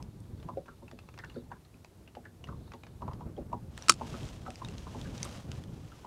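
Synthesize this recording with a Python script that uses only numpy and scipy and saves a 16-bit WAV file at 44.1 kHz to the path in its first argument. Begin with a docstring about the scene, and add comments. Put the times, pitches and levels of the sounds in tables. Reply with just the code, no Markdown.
"""On a lake, small waves lap against a drifting fishing boat while gusts rumble on the microphone.
Each little wave traps a pocket of air that glugs against the hull. Foam fizzes along the
waterline and droplets tick back onto the lake. Tackle clicks in the angler's hands, and jacket
sleeves rustle as the reel's wire arm (the bail) snaps shut and the rod is lifted."""
import sys
import numpy as np
from scipy import signal
from scipy.fft import rfft, irfft
from scipy.io import wavfile
from scipy.ndimage import uniform_filter1d

SR = 44100
rng = np.random.default_rng(int(sys.argv[2]) if len(sys.argv) > 2 else 0)


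def store_pcm(level_fs):
    """Save levels as 16-bit WAV."""
    pcm = np.round(np.clip(level_fs, -1, 1) * 32767).astype(np.int16)
    wavfile.write(sys.argv[1], SR, np.atleast_2d(pcm).T)


N = 267368
TIME = np.arange(N) / SR
AGE = np.arange(SR // 4) / SR  # seconds since a short sound began

# Strength of the wind: time_s, level_db
GUSTS = [(0.0, -43), (0.12, -52), (0.28, -45.5), (0.55, -47), (0.68, -56), (1.35, -52.5), (2.0, -58.0),
         (2.38, -54.5), (2.54, -42.0), (2.75, -55), (2.92, -51.0), (3.07, -42), (3.47, -48), (3.69, -43),
         (3.83, -55.5), (3.89, -49.5), (4.22, -42), (4.6, -52.5), (4.67, -40), (4.78, -47.5), (5.09, -43),
         (5.42, -47), (5.49, -41.5), (5.7, -43), (6.06, -56.5)]
# Tone of the wind's rumble: pitch_hz, level_db
WIND_TONE = [(20, -22.5), (35, -13), (60, -2.5), (110, -1.5), (170, -6), (250, -12), (400, -19),
             (700, -29.5), (1500, -40.5), (4000, -65.5)]
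# Tone of the open water: pitch_hz, level_db
LAKE_TONE = [(180, -38), (300, -1), (482, -10), (541, -12), (975, -15.5), (1670, -22.5), (3790, -25),
             (5010, -26), (12100, -29), (15000, -35)]
# Little waves at the hull: start_s, level_db, pocket_pitch_hz, thump_db (relative to the wave)
LAPS = [(0, -47, 958, -22), (.486, -34, 983, -6), (.571, -30.5, 537, -16.5), (.681, -42.5, 1348, -4),
        (0.822, -52, 903, 11), (0.921, -48.5, 647, 7.5), (1.176, -54, 1010, -7), (1.192, -42, 1794, -9),
        (1.237, -38, 1546, -11), (1.356, -50, 1440, -15), (1.361, -40.5, 480, 10.5), (1.514, -39, 940, -7),
        (1.516, -41.5, 1570, -14), (2.167, -41, 711, 0), (2.252, -45, 1680, -4), (2.486, -40.5, 1263, -3),
        (2.524, -45.5, 1040, -10), (2.735, -41.5, 910, 1.5), (3.019, -34, 960, -6.5),
        (3.078, -33, 980, -22), (3.112, -39.5, 1058, -7), (3.207, -39.5, 954, -7), (3.377, -32, 563, 0.5),
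        (3.528, -29, 953, -5.5), (4.010, -30, 875, -4), (4.139, -40.5, 1260, 5), (4.462, -36, 1280, -9.5),
        (4.478, -37, 736, -0.5), (4.616, -37, 1024, -12), (4.867, -41.5, 1030, -27), (4.946, -40, 863, 5.5),
        (5.054, -46.5, 1574, -11), (5.251, -42, 1150, 2.5), (5.917, -49, 1326, -1.5),
        (6.045, -39, 965, -20)]
# Notes of the hull panels: pitch_hz, level_db, ring_s (time to fade by 60 dB)
HULL_NOTES = [(240.6, 0.5, 0.17), (289, -12.5, 0.11), (351.6, 3, 0.088), (438, -6, 0.15), (558, 2.5, 0.07),
              (743, -17, 0.017)]
# Strength of the fizz along the waterline: time_s, level_db
FOAM = [(0, -76), (.9, -76), (1.05, -73), (1.4, -63.5), (1.55, -98), (2.4, -88), (2.6, -67.5), (3.3, -81),
        (3.6, -99)]
# Falling droplets: start_s, level_db, bubble_pitch_hz, bubble_db (relative to the droplet)
DROPS = [(.400, -60, 3450, 6), (.428, -49, 2920, -7), (.658, -54, 2380, -2), (.880, -53, 2540, 9),
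         (.913, -41, 1920, -10), (.989, -41, 2490, -2), (1.088, -45.5, 2500, -3), (1.14, -49, 2280, -2),
         (1.177, -42, 2640, -7), (1.189, -27, 2090, -20), (1.246, -37.5, 2600, -8),
         (1.298, -48.5, 2800, 5.5), (1.649, -60, 4000, 5), (1.742, -64.5, 2470, 13), (1.846, -37, 2510, -9),
         (2.076, -51.5, 2620, 6.5), (2.151, -43.5, 2920, -3.5), (2.441, -40, 2810, 3),
         (2.472, -47, 1850, -3), (2.719, -43, 2500, -5), (2.736, -39.5, 2660, -7), (2.835, -39.5, 2410, -3),
         (2.867, -44.5, 2210, -14), (3.133, -45, 4800, -9), (3.366, -62, 3200, 11)]
# Tone of a droplet's spatter: pitch_hz, level_db
SPATTER_TONE = [(250, 6), (900, 14), (2500, 4.5), (6500, -4), (10000, -21), (15000, -23)]
# Tackle clicking in the hands: start_s, level_db, pitch_hz, ring_s
CLICKS = [(.026, -34.5, 5300, .008), (.203, -49, 8500, 0.013), (3.777, -25.5, 1820, 0.0091),
          (3.823, -30, 5760, 0.014), (4.253, -36, 3700, 0.0074), (4.289, -36.5, 2730, 0.01),
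          (4.5042, -30, 2610, 0.0099), (4.557, -34, 4800, 0.0065), (4.648, -30, 3730, 0.024),
          (4.686, -34.5, 2730, 0.016), (4.7819, -34, 4000, 0.008), (5.0139, -31.5, 3420, 0.012),
          (5.179, -34, 5800, 0.015), (5.2298, -17, 6360, 0.0061), (5.245, -31, 3700, 0.0086),
          (5.25, -27, 8400, 0.011), (5.517, -26.5, 2900, 0.0038), (5.638, -35, 3420, 0.0096)]
# Arm movements that slide the sleeves: fastest_s, level_db, swell_s, fade_s
SLEEVES = [(3.85, -60, 0.11, 0.11), (4.14, -55.5, 0.14, 0.23), (4.95, -60.5, 0.62, 0.36),
           (5.29, -54.5, .18, 0.14), (5.55, -62, 0.066, 0.085), (5.92, -66, 0.31, 0.26)]
# Tones of sliding cloth and of catching creases: pitch_hz, level_db
CLOTH_TONE = [(200, -3), (550, 10), (1250, 3), (2000, -2.5), (3050, 0), (4400, -4), (6000, -3),
              (7200, -6.5), (8400, -9.5), (10500, -15.5), (13000, -21), (16000, -29)]
CREASE_TONE = [(500, -9.5), (1900, -5.5), (2900, -3), (4000, -7), (8000, -19.5), (14000, -37.5)]
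# The bail trips, slams shut and rattles: start_s, level_db, contact_s
BAIL_HITS = [(3.8840, -19.5, 0.0013), (3.8898, -24.5, 0.0009), (3.8942, -6.5, 0.0026), (3.896, 0, 0.0011),
             (3.903, -16, 0.0019), (3.9199, -24.5, 0.0023), (3.939, -32.5, 0.00056)]
# Tone of each hit: pitch_hz, level_db
BAIL_TONE = [(200, -17), (600, -13.5), (1000, -1.5), (1300, 2), (1950, -11.5), (2550, -1), (3400, -7.5),
             (4400, -4), (5400, 1), (6200, -7), (7000, -1.5), (8700, -4.5), (10500, -13), (11500, -27.5),
             (15500, -31)]
# Notes of the reel and rod: pitch_hz, level_db, ring_s
REEL_NOTES = [(195, -28.5, 0.22), (260, -18.5, 0.083), (336, -19, 0.12), (1140, -7.5, 0.027),
              (1302, 4, 0.035), (2492, -9.5, 0.018), (2838, -7.5, 0.027), (3900, -14, 0.052),
              (4440, -17, 0.079), (4500, -13, 0.057), (5450, -9.5, 0.036), (6300, -13, .035),
              (6100, -8, 0.023), (7500, -15, 0.016), (10000, -28, .07)]

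POCKET_HZ, POCKET_RING_S = 1040, 0.061  # an air pocket of this pitch rings this long
SPATTER_DB, SPATTER_FADE_S = -41.5, 0.0031  # a droplet listed at this level fades this fast


def amp(db):
    """Turns decibels into a number to multiply a sound by."""
    return 10 ** (np.asarray(db) / 20)


def unit(x):
    """Scales a signal to an average strength (rms) of 1."""
    return x / np.sqrt(np.mean(x ** 2) + 1e-20)


def add(mix, start_s, sound):
    """Mixes a sound in at the given time."""
    part = mix[max(round(start_s * SR), 0):][:len(sound)]
    part += sound[:len(part)]


def colour(x, tone):
    """Filters a sound to a tone (rows of pitch_hz, level_db); white noise keeps its strength."""
    hz, db = np.transpose(tone)
    log_hz = np.log(abs(np.fft.fftfreq(4096, 1 / SR)) + 1)
    log_gain = np.log(amp(np.interp(log_hz, np.log(hz), db)))
    taps = np.fft.ifft(np.exp(np.conj(signal.hilbert(log_gain)))).real  # no ringing ahead of a hit
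    return signal.oaconvolve(x, taps / np.linalg.norm(taps))[:len(x)]


def noise(samples):
    """White noise: a plain hiss."""
    return rng.standard_normal(samples)


def wander(rate_hz):
    """A smooth random drift of strength 1."""
    keep_slow = np.exp(-np.minimum(np.fft.rfftfreq(N, 1 / SR) / rate_hz, 20) ** 2)
    return unit(irfft(rfft(noise(N)) * keep_slow, N))


def ring(notes, rise_s):
    """Notes that swell together, then die away at their own speeds."""
    waves = sum(amp(db - 60 * AGE / ring_s) * np.sin(2 * np.pi * (hz * AGE + rng.random()))
                for hz, db, ring_s in notes)
    return waves * (1 - np.exp(-(AGE / rise_s) ** 2))


def boat_echo(x, echo_db, ring_s, delay_s):
    """Adds quick echoes from the inside of the boat."""
    tail = noise(len(AGE)) * amp(-60 * AGE / ring_s) * (AGE > delay_s)
    echoes = signal.fftconvolve(x, tail)[:len(x)]
    return x + amp(echo_db) * unit(echoes) * x.std()


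def random_events(per_s, db, hz, spread_db=2.5, spread_octaves=0.4):
    """Picks moments near a level (steady or moving) and a pitch: start_s, level_db, pitch_hz."""
    when, loud, high, luck = rng.random((160, 4)).T
    start_s = when * TIME[-1]
    level_db = np.interp(start_s, TIME, db + np.zeros(N)) + spread_db * (2 * loud - 1)
    pitch_hz = hz * 2 ** (spread_octaves * (2 * high - 1))
    return np.transpose([start_s, level_db, pitch_hz])[luck < per_s * TIME[-1] / len(luck)]


def wind():
    """Swirls of air buffet the microphone, as strong as the gust that carries them."""
    gust_db = np.interp(TIME, *np.transpose(GUSTS))
    swirls = unit(colour(noise(N), WIND_TONE))
    swirls /= np.sqrt(uniform_filter1d(swirls ** 2, size=2600) + 1e-6)  # evens out their own swells
    return swirls * amp(gust_db + 2.3 * wander(25))


def lake(level_db=-64.5):
    """Distant ripples blend into a nearly steady wash and hiss."""
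    return unit(colour(noise(N), LAKE_TONE)) * amp(level_db + 0.4 * wander(6.8))


def air_pocket(hz):
    """Trapped air rings while the water squeezes it; bigger, lower pockets ring longer."""
    ring_s = POCKET_RING_S * (POCKET_HZ / hz) ** 0.38
    pitch_hz = hz * (0.985 + 0.034 * (1 - np.exp(-AGE / 0.0053)))  # rises as it nears the surface
    squeeze = 1 - 0.69 * np.cos(2 * np.pi * AGE / rng.uniform(0.0046, 0.013))
    loudness = amp(-60 * AGE / ring_s) * (1 - np.exp(-(AGE / 0.0027) ** 1.85))
    return np.sin(2 * np.pi * np.cumsum(pitch_hz) / SR) * loudness * squeeze


def gurgle(hz, gulps=5, gap_s=0.011, fade_db_per_s=280.5):
    """A pocket sheds a smaller, higher one, and weaker gulps follow at uneven moments."""
    out = air_pocket(hz)
    add(out, 0.00296, amp(-14.5) * air_pocket(hz * 1.15))
    for k, (late, detune) in enumerate(rng.uniform(-0.79, 1, (gulps, 2)), 1):
        start_s = gap_s * (k + late / 2)
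        gulp = air_pocket(hz * 0.94 * 2 ** (0.2 * detune))
        add(out, start_s, amp(-9.5 - fade_db_per_s * start_s) * gulp)
    return out


def laps(ripple_thump_db=5.5, lead_s=0.012):
    """Each little wave sloshes, traps a gurgling pocket of air and thumps the hull."""
    out = np.zeros(N)
    ripples = [(*row, ripple_thump_db) for row in random_events(per_s=2.5, db=-61.5, hz=895)]
    for start_s, db, hz, thump_db in LAPS + ripples:
        pocket = gurgle(hz)
        tone = [(hz * 0.12, -15), (hz * 0.43, -7), (hz * 0.97, 0),
                (hz * 1.16, -4), (hz * 1.82, -30), (hz * 4, -56)]
        slosh = colour(noise(len(AGE)), tone)
        slosh *= amp(-4 - 60 * AGE / 0.06) * (1 - np.exp(-AGE / 0.0024))
        add(out, start_s - lead_s, amp(db - 11.5) * slosh)  # water wells up before it traps the air
        glug = boat_echo(pocket + slosh, echo_db=-15, ring_s=0.059, delay_s=0.004)
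        thump = amp(thump_db - 4) * ring(HULL_NOTES, rise_s=0.011)
        add(out, start_s, amp(db + 1.5) * (glug + thump))
    return out


def foam_db():
    """How the fizz rises and falls over time."""
    return np.interp(TIME, *np.transpose(FOAM))


def foam(pitches=24, pops_per_s=14):
    """Tiny bubbles of many sizes burst along the waterline."""
    out = np.zeros(N)
    for hz in np.geomspace(3400, 4600, pitches):
        pops = (rng.random(N) < pops_per_s / SR) * rng.uniform(0.4, 1, N)
        out += signal.oaconvolve(pops, ring([(hz, 0, 0.04)], rise_s=0.002))[:N]
    return amp(foam_db() - 6.5) * unit(out)


def drops(slap_hz=2700, slap_bubble_db=-3, spray_bubble_db=6.5):
    """Droplets, wave slaps and fine spray each make a spatter and a bubble's rising ping."""
    out = np.zeros(N)
    # Shallow, high-pitched pockets break the surface with more spatter.
    slaps = [(start_s, db - 18.5 + 8 * np.log2(hz / POCKET_HZ), slap_hz, slap_bubble_db)
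             for start_s, db, hz, _ in LAPS]
    spray = [(*row, spray_bubble_db) for row in random_events(per_s=8.3, db=foam_db() + 5.5, hz=3400)]
    for start_s, db, hz, bubble_db in DROPS + slaps + spray:
        fade_s = SPATTER_FADE_S * amp(0.77 * (SPATTER_DB - db))  # hard drops are crisp, soft ones smear
        impacts = noise(len(AGE)) * np.exp(-AGE / fade_s) * (1 - np.exp(-AGE / 0.0002))
        spatter = colour(impacts, SPATTER_TONE)
        ping = np.sin(2 * np.pi * hz * AGE * (1 + rng.uniform(1.3, 10.3) * AGE))
        ping *= amp(bubble_db + 1.5 - 60 * AGE / 0.021) * (1 - np.exp(-AGE / 0.00039))
        splash = boat_echo(spatter + ping, echo_db=-11, ring_s=0.074, delay_s=0.0071)
        add(out, start_s, amp(db - 3) * splash)
    return out


def tackle_clicks(fumble_ring_s=0.013):
    """Each touched part clicks and rings briefly; faint fumbles join in while the arms move."""
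    out = np.zeros(N)
    fumbles = [(*row, fumble_ring_s) for row in random_events(per_s=10, db=sleeves_db() + 12, hz=3080)]
    for start_s, db, hz, ring_s in CLICKS + fumbles:
        tone = [(hz / 8, -12), (hz * 0.067, -6), (hz, 0),
                (max(8500, hz * 1.54), -8), (11500, -24), (16000, -32)]
        tap = colour(noise(len(AGE)) * np.exp(-AGE / 0.0012), tone)
        note = amp(4) * ring([(hz, 0, ring_s)], rise_s=0.00083)
        click = boat_echo(tap + note, echo_db=-15.5, ring_s=0.065, delay_s=0.005)
        add(out, start_s, amp(db - 8.5) * click)
    return out


def sleeves_db(drop_db=8, curve=2.4):
    """Each arm movement grows louder up to its fastest moment, then fades."""
    strokes = [amp(db - drop_db * np.maximum((at_s - TIME) / swell_s, (TIME - at_s) / fade_s) ** curve)
               for at_s, db, swell_s, fade_s in SLEEVES]
    return 20 * np.log10(np.linalg.norm(strokes, axis=0) + 1e-9)


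def jacket(catches_per_s=220):
    """Waterproof cloth slides over itself: a fine hiss, with creases that catch and rasp."""
    rub = colour(noise(N) * amp(1.7 * wander(50)), CLOTH_TONE)
    catches = (rng.random(N) < catches_per_s / SR) * rng.uniform(-1, 1, N)
    rasp = colour(catches, CREASE_TONE)
    return amp(sleeves_db() + 3.5) * (unit(rub) + amp(-8) * unit(rasp))


def bail_snap():
    """Metal chatters on metal; the first hit and the hardest one set the reel and rod ringing."""
    out = np.zeros(N)
    for start_s, db, contact_s in BAIL_HITS:
        force = np.minimum(AGE / 0.0017, 1) * np.exp(-np.maximum(AGE - contact_s, 0) / 0.0011)
        tail = amp(-10.5 - 60 * AGE / 0.011) + amp(-23 - 60 * AGE / 0.092)
        crack = colour(np.sign(noise(len(AGE))) * (force + tail), BAIL_TONE)
        add(out, start_s, amp(db - 6.5) * crack)
    slam_s, slam_db, _ = max(BAIL_HITS, key=lambda hit: hit[1])
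    add(out, slam_s, amp(slam_db - 12) * ring(REEL_NOTES, rise_s=0.0012))
    trip_s, trip_db, _ = BAIL_HITS[0]
    add(out, trip_s, amp(trip_db - 7) * ring(REEL_NOTES, rise_s=0.00016))
    return out


def scene():
    """Wind, water and tackle at one microphone in the back of the boat."""
    return (wind() + lake() + laps() + foam() + drops() + tackle_clicks() + jacket() + bail_snap())[None]


def record(dry, ceiling=0.9, cutoff_hz=15800):
    """The microphone rounds off the loudest peaks; then the highest treble is cut."""
    rounded = dry / (1 + (dry / ceiling) ** 8) ** (1 / 8)
    treble_cut = signal.firwin(255, cutoff_hz, window=("kaiser", 9), fs=SR)
    return signal.oaconvolve(rounded, treble_cut[None], "same")


dry = scene()
out = record(dry)
store_pcm(out)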